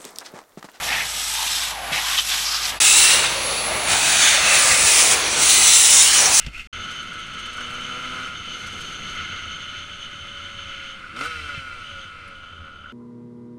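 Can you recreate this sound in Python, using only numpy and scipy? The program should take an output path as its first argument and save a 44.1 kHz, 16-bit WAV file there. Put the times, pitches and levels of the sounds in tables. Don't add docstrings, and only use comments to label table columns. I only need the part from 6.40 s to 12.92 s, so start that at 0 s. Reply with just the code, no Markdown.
import sys
import numpy as np
from scipy import signal
from scipy.fft import rfft, irfft
from scipy.io import wavfile
from scipy.ndimage import uniform_filter1d

SR = 44100
rng = np.random.default_rng(int(sys.argv[2]) if len(sys.argv) > 2 else 0)


def persist_wave(psi):
    counts = np.round(np.clip(psi, -1, 1) * 32767).astype(np.int16)
    wavfile.write(sys.argv[1], SR, np.atleast_2d(counts).T)


N = 287708
T = np.arange(N) / SR

# centre in Hz, width in Hz, boost in dB.
CASE_MODES = [(1313, 177, 16), (1466.5, 120, 12.5), (1639, 134, 4.5), (2111, 215, 10.5), (2450, 160, 2.5),
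              (2687, 290, 5.5), (3072, 230, 6), (3550, 240, 6.5), (3700, 72, -7), (4400, 420, 4),
              (5120, 140, -6.5), (5320, 76, 7.5), (8680, 780, 4.5)]
# frequency in Hz, level in dB.
RATTLE_TONE = [(40, -15), (150, -4), (400, -10.5), (800, -26), (1100, 3), (1400, 4), (1700, -2.5),
               (2100, -52.5), (4000, -27)]
GAS_TONE = [(1500, -18), (4000, 3), (7500, 1), (9500, -1), (11500, -13.5), (13000, -15.5), (15000, -19)]
SIZZLE_TONE = [(2500, -3.5), (5000, -1), (9000, -4), (11000, -11), (15000, -24)]
BUFFET_TONE = [(20, 3.5), (50, -0.5), (100, -2), (190, 2), (300, -5.5), (450, -9), (700, -12.5),
               (1000, -17), (2000, -19), (6000, -79)]
SCRAPE_TONE = [(300, -2), (3000, 17), (7000, 3.5), (15000, -21)]


def undb(db):
    return np.exp(np.asarray(db) * (np.log(10) / 20))


def noise():
    return rng.standard_normal(N)


def walk(rate):
    hold = max(int(SR / rate), 1)
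    steps = noise()[np.arange(N) // hold]
    return 1.35 * uniform_filter1d(uniform_filter1d(steps, hold), hold)


def curve(table):
    return np.interp(T, *np.transpose(table))


def swell(centre, length):
    inside = np.abs(T - centre) < length / 2
    return inside * np.cos(np.pi * (T - centre) / length) ** 2


def swells(table):
    return sum(db * swell(centre, length) for centre, length, db in table)


def fade(start, t60, rise):
    ringing, envelope = (T > start) & (T < start + 2 * t60), np.zeros(N)
    age = T[ringing] - start
    envelope[ringing] = (1 - np.exp(-age / rise)) * np.exp(-np.log(1000) * age / t60)
    return envelope


def colour(x, tone, modes=(), size=8192):
    f = np.arange(size // 2 + 1) * SR / size
    hz, db = np.transpose(tone)
    gain_db = np.interp(np.log(f + 1), np.log(hz), db)
    gain_db -= 20 * np.log2(np.maximum(f / hz[-1], 1))
    for centre, width, boost in modes:
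        gain_db += boost * .5 ** ((2 * (f - centre) / width) ** 2)
    cepstrum = irfft(np.log(undb(gain_db)))
    response = irfft(np.exp(rfft(2 * cepstrum[:size // 2], size)))
    y = signal.oaconvolve(x, response[:size // 2])[:N]
    return y / np.std(y)


def disperse(x, lags=(.0011, .0019, .0029), echo=0.39, size=4096):
    f = np.arange(size // 2 + 1) * SR / size
    delays = np.exp(-2j * np.pi * np.outer(lags, f))
    allpass = np.prod((delays - echo) / (1 - echo * delays), axis=0)
    return signal.oaconvolve(x, irfft(allpass))[:N]


def pulses(turns, angle, scatter_db, limp_db):
    count = np.arange(1, int(turns[-1] - angle) + 1)
    at = np.interp(count + angle, turns, np.arange(N))
    size = undb(scatter_db * noise()[count] + limp_db * (count % 2)) * np.sqrt(np.gradient(at))
    i = at.astype(int)
    clicks = np.bincount(i, size * (1 - at + i), N) + np.bincount(i + 1, size * (at - i), N)[:N]
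    return disperse(clicks / np.std(clicks))


def puffs(turns, length, floor):
    x = noise() * (floor + np.exp(-(turns % 1) / length))
    return x / np.std(x)


def effort(throttle, revs, base_db, open_db, octave_db):
    return undb(base_db + open_db * throttle + octave_db * revs)


def rustle():
    # centre in seconds, length in seconds, peak in dB, squeak in Hz.
    rubs = [(0, 0.2, -35, 2850), (0.078, 0.057, -39, 2800), (0.151, 0.068, -36, 2500),
            (0.193, 0.12, -33.5, 2670)]
    # frequency in Hz, level in dB.
    tone = [(25, 12), (150, -2), (400, -14), (900, -17), (1400, -14.5), (1900, -8), (2700, -3.5),
            (3500, -13), (7000, -17.5), (10000, -27.5), (15000, -35)]
    squeak_width_hz, squeak_db, handling_db = 510, 9, -45.5
    sound = undb(handling_db) * colour(noise(), tone, CASE_MODES)
    for centre, length, db, hz in rubs:
        modes = CASE_MODES + [(hz, squeak_width_hz, squeak_db)]
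        sound += undb(db) * swell(centre, length) * colour(noise(), tone, modes)
    return sound * undb(0.86 * walk(209))


def knocks():
    # start in seconds, thud in dB, pitch in Hz, t60 in seconds, scrape in dB.
    hits = [(0.047, -28, 61.7, 0.14, -33), (0.063, -30, 111, 0.034, -23.5), (0.065, -26, 51.5, 0.24, -45),
            (.069, -19, 134, 0.05, -41), (.175, -54, 45, 0.09, -48), (0.252, -37, 43.2, 0.61, -52),
            (5.176, -25, 130.1, 0.057, -42)]
    thuds = shake = scrape = 0
    for start, db, hz, t60, scrape_db in hits:
        thuds += undb(db) * fade(start, t60, rise=0.0023) * np.sin(2 * np.pi * hz * (T - start))
        shake += undb(db - 16.5) * fade(start, t60, rise=0.0067)
        scrape += undb(scrape_db) * fade(start, t60=0.025, rise=0.0011)
    return thuds + shake * colour(noise(), BUFFET_TONE) + scrape * colour(noise(), SCRAPE_TONE)


def crank():
    # time in seconds, speed in Hz.
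    speeds = [(.33, 121.3), (.85, 119.2), (1.16, 120.6), (1.38, 122.4), (1.88, 128.8), (2.0, 120),
              (2.13, 124.2), (2.87, 119.8), (3.5, 115.2), (4.0, 113.3), (4.36, 110.8), (4.73, 105.3),
              (4.79, 128.9), (4.87, 165.8)]
    idle_hz, wind_down_s = 35.2, 1.242
    since_blip = np.maximum(T - speeds[-1][0], 0)
    hz = idle_hz + (curve(speeds) - idle_hz) * np.exp(-since_blip / wind_down_s)
    return hz * (1 + 0.00099 * walk(25))


def clatter(turns, throttle, revs, shade):
    # centre in Hz, width in Hz, boost in dB.
    block = [(85, 27, -3.5), (554, 73, 21), (890, 69, -9.5), (1316, 178, 22), (1451, 122, 23),
             (2025, 72, 12), (2322, 154, 13.5), (2657, 140, 14.5), (3115, 230, 15.5), (3396, 150, -6),
             (4080, 51, 18.5)]
    # frequency in Hz, level in dB.
    slap_tone = [(40, -42), (150, -4), (400, -8.5), (560, -7), (800, -8), (1100, 3.5), (1400, -3.5),
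                 (1700, -1), (2100, -21), (4000, -51)]
    bright_tone = [(500, -36), (1400, -8), (1750, -2.5), (2200, 1), (2800, 0), (3300, -6), (4000, -9.5),
                   (5000, -14), (7000, -22), (10000, -35), (12000, -38), (15000, -52)]
    # centre in seconds, length in seconds, body in dB, bright layer in dB.
    surges = [(0.463, 0.5, 3, 2.5), (1.8, 0.19, 2.5, 0.5), (1.964, 0.29, 0.5, -1), (2.88, 0.64, 3, 4),
              (3.368, 0.2, 0.5, 3.5), (3.75, 0.83, -2, -1.5), (4.385, .4, 0.5, 3), (4.72, 0.15, 0, 0),
              (4.922, 0.093, 3.5, 2.5), (5.11, 0.17, 5, 0), (5.168, 0.13, -2, 4), (5.83, 0.36, 0.5, 4)]
    clutch_s, travel_s = 4.74, .18
    clutch = np.clip((T - clutch_s) / travel_s, 0, 1)
    rough = (1 - clutch) * (0.75 - 0.11 * throttle) + clutch * 0.28
    slaps = pulses(turns, angle=0, scatter_db=1.84, limp_db=-2.5)
    slaps += 0.22 * pulses(turns, angle=0.374, scatter_db=4, limp_db=3)
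    grit = puffs(turns, length=0.93, floor=1) * undb(0.65 * walk(35))
    slap_mix, grit_mix = np.sqrt(1 - rough), np.sqrt(rough)
    body = slap_mix * colour(slaps, slap_tone, block) + grit_mix * colour(grit, RATTLE_TONE, CASE_MODES)
    body *= effort(throttle, revs, base_db=-39.5, open_db=5.7, octave_db=5.7)
    body *= undb(swells((centre, length, db) for centre, length, db, _ in surges))
    bright = slap_mix * colour(slaps, bright_tone, block)
    bright += grit_mix * colour(grit, bright_tone, CASE_MODES)
    bright *= effort(throttle, revs, base_db=-40, open_db=3.6, octave_db=15.2)
    bright *= undb(swells((centre, length, db) for centre, length, _, db in surges))
    return body + shade * bright


def intake(turns, throttle, revs):
    # frequency in Hz, level in dB.
    tone = [(80, -15.5), (170, 4.5), (250, 3), (320, 5), (375, -11.5), (480, 4), (600, -20.5), (1000, -31)]
    lead_s = 0.039
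    early_throttle = np.interp(T + lead_s, T, throttle)
    honk = colour(pulses(turns, angle=0.471, scatter_db=1.5, limp_db=-2.5), tone)
    return honk * effort(early_throttle, revs, base_db=-63.5, open_db=19, octave_db=21)


def exhaust(turns, throttle, revs, shade):
    # frequency in Hz, level in dB.
    tone = [(60, -34), (125, -6.5), (250, -15), (370, -3.5), (500, 5.5), (750, -2), (1000, -1),
            (1400, -2.5), (3000, -8.5), (10000, -58)]
    # centre in Hz, width in Hz, boost in dB.
    pipe = [(256, 137, 19), (356, 74, -12.5), (493, 55, 7), (756, 56, 4), (835, 30, -6), (1013, 26, 8.5)]
    # time in seconds, strength in dB.
    pops = [(0.5067, -43), (0.5561, -46), (0.622, -45), (0.7307, -45), (0.7906, -44), (0.8653, -47),
            (0.9338, -46.5), (0.9892, -41.5), (1.057, -42), (1.1303, -41), (1.1666, -44), (1.2067, -44),
            (1.2665, -50), (1.2996, -43), (1.3344, -45), (1.4062, -47)]
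    note = colour(pulses(turns, angle=0, scatter_db=3.4, limp_db=2), tone, CASE_MODES + pipe)
    note *= effort(throttle, revs, base_db=-54, open_db=13.2, octave_db=10.56)
    spit = sum(undb(db) * fade(time - .002, t60=0.095, rise=0.004) for time, db in pops)
    gas = colour(puffs(turns, length=0.97, floor=1), GAS_TONE, CASE_MODES)
    gas *= np.hypot(effort(throttle, revs, base_db=-58.5, open_db=5, octave_db=17), 1.1 * spit)
    sizzle = colour(puffs(turns, length=.3, floor=0.55), SIZZLE_TONE)
    sizzle *= np.hypot(effort(throttle, revs, base_db=-86.5, open_db=32, octave_db=29), .45 * spit)
    return note + shade * gas + sizzle


def helmet_drone(turns, throttle, revs):
    # frequency in Hz, level in dB.
    cavity = [(58, -26.5), (72, 0.5), (80, 3.5), (90, -8.5), (105, -22), (200, -47.5)]
    drone = colour(pulses(turns, angle=0, scatter_db=3.5, limp_db=7), cavity)
    waver = undb(4.5 * walk(21.99))
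    return drone * waver * effort(throttle, revs, base_db=-55.5, open_db=0, octave_db=12.6)


def wind(head_turn):
    # time in seconds, strength in dB.
    airstream = [(.33, -0.5), (2.9, 1), (3.6, -4), (4.5, -5.5), (5.4, -8), (6.52, -6.5)]
    # centre in seconds, length in seconds, boost in dB.
    gusts = [(.48, 0.76, 1.5), (2.38, 0.99, 2.5), (2.72, .25, 1.8)]
    booms = [(.35, .25, 5.5), (1.1, 0.18, 3), (2.9, 0.32, 10.5), (4.25, 0.44, 6), (5.15, 0.35, 5),
             (5.66, .12, 5)]
    lulls = [(.38, 0.26, 1.5), (.66, 0.19, -4), (.92, 0.22, -1), (1.92, .2, -1.5), (2.94, 0.13, -0.5),
             (4.12, 0.29, -2), (4.4, 0.51, 0)]
    # frequency in Hz, level in dB.
    boom_tone = [(20, -12), (55, -24.5), (72, -8), (84, 2.5), (100, -4), (140, -19.5), (400, -70.5)]
    low_tone = [(1500, -43.5), (2600, -26), (2900, -3), (3050, 4), (3200, -9), (3500, -8), (5000, -52.5)]
    high_tone = [(2500, -15.5), (4400, 4), (5000, -16), (5750, -7), (6150, 6), (6450, 7), (7000, -17.5),
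                 (10000, -51)]
    rumble_tone = [(18, 3), (30, 10), (45, -38), (70, -40), (300, -65)]
    air_db, gust_db, lull_db = curve(airstream), swells(gusts), swells(lulls)

    def airflow(tone, base_db, air_slope, turned_db):
        return colour(noise(), tone) * undb(base_db + air_slope * air_db + turned_db * head_turn)

    buffet = airflow(BUFFET_TONE, base_db=-46, air_slope=0.81, turned_db=-1.7)
    buffet *= undb(gust_db + 0.65 * walk(28))
    hiss = colour(noise(), SIZZLE_TONE) * undb(-41 + 2.4 * walk(90)) * (undb(gust_db) - 1)
    boom = airflow(boom_tone, base_db=-53.5, air_slope=0.21, turned_db=0.84)
    boom *= undb(swells(booms) + 1.64 * walk(7))
    rumble = colour(noise(), rumble_tone) * undb(-54.5)
    flutter = walk(45)
    low_whistle = airflow(low_tone, base_db=-36.5, air_slope=0.44, turned_db=-19)
    low_whistle *= undb(lull_db + 1.28 * flutter)
    high_whistle = airflow(high_tone, base_db=-46, air_slope=0.96, turned_db=-27.5)
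    high_whistle *= undb(lull_db + gust_db + 1.55 * flutter)
    return buffet + hiss + boom + rumble + low_whistle + high_whistle


def clanks():
    # start in seconds, strength in dB.
    hits = [(1.182, -26), (1.21, -26), (4.641, -33.5), (4.85, -22), (4.857, -27), (6.459, -33)]
    ring_hz, ring_db = 1485, -1.5
    crack = 0.55 * colour(noise(), RATTLE_TONE, CASE_MODES)
    ring = undb(ring_db) * np.sin(2 * np.pi * ring_hz * T)
    return (crack + ring) * sum(undb(db) * fade(start, t60=0.075, rise=0.00058) for start, db in hits)


def barks():
    # start in seconds, level in dB.
    firings = [(4.762, -33.5), (4.789, -33), (4.81, -28)]
    envelope = sum(undb(db) * fade(start, t60=0.08, rise=0.00055) for start, db in firings)
    return envelope * colour(noise(), SCRAPE_TONE, CASE_MODES)


def pipe_ring():
    # pitch in Hz, level in dB, t60 in seconds.
    modes = [(3910, -38, 0.31), (3950, -49, 2.67), (4500, -61, 1.7), (4770, -54.5, 5.15), (5400, -53, 2.32),
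             (6040, -54, 2.7), (7100, -72, 0.97), (9100, -52, 0.56), (9840, -68, 0.75), (11900, -70, 1.27)]
    blip_s, ring = 4.83, 0
    for hz, db, t60 in modes:
        phase = 2 * np.pi * np.cumsum(hz * (1 + 0.0061 * walk(200))) / SR
        ring += undb(db + 2 * walk(50)) * fade(blip_s, t60, rise=0.0037) * np.sin(phase)
    return ring


def ticks():
    # start in seconds, level in dB, pitch in Hz.
    hits = [(5.334, -49, 8180), (5.876, -48.5, 10700)]
    width_hz, boost_db, sound = 1200, 20, 0
    for start, db, hz in hits:
        hiss = colour(noise(), GAS_TONE, [(hz, width_hz, boost_db)])
        sound += undb(db) * fade(start, t60=0.045, rise=0.0027) * hiss
    return sound


def scene():
    # time in seconds, opening from 0 to 1.
    twist = [(.33, 0.16), (1.0, 0.41), (1.3, 0.84), (1.88, 0.9), (1.92, 0.24), (4.755, 0.04), (4.77, 1),
             (4.86, 1), (4.89, 0)]
    # time in seconds, turn from 0 to 1.
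    glances = [(4.52, 0.07), (4.64, 0.88), (5.1, 0.17), (5.31, 0.77), (5.43, 0.06), (5.64, 0.09),
               (5.74, 0.88), (5.87, 1), (5.97, 0.54), (6.52, 0.69)]
    cruise_hz, cut_s, ride_s = 120, .273, .327
    hz, throttle, head_turn = crank(), curve(twist), curve(glances)
    turns = np.cumsum(hz) / SR
    revs = np.log2(hz / cruise_hz)
    shade = undb(-1.5 * head_turn)
    ride = clatter(turns, throttle, revs, shade) + intake(turns, throttle, revs)
    ride += exhaust(turns, throttle, revs, shade) + helmet_drone(turns, throttle, revs)
    ride += clanks() + barks() + pipe_ring() + wind(head_turn) + ticks()
    before = np.clip((cut_s - T) / .001, 0, 1)
    after = np.clip((T - ride_s) / .003, 0, 1)
    return (rustle() * before + ride * after + knocks() * (before + after))[None]


def record(dry):
    top_hz = 15300
    return signal.sosfilt(signal.ellip(10, .2, 70, top_hz, fs=SR, output="sos"), dry)


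dry = scene()
out = record(dry)
persist_wave(out)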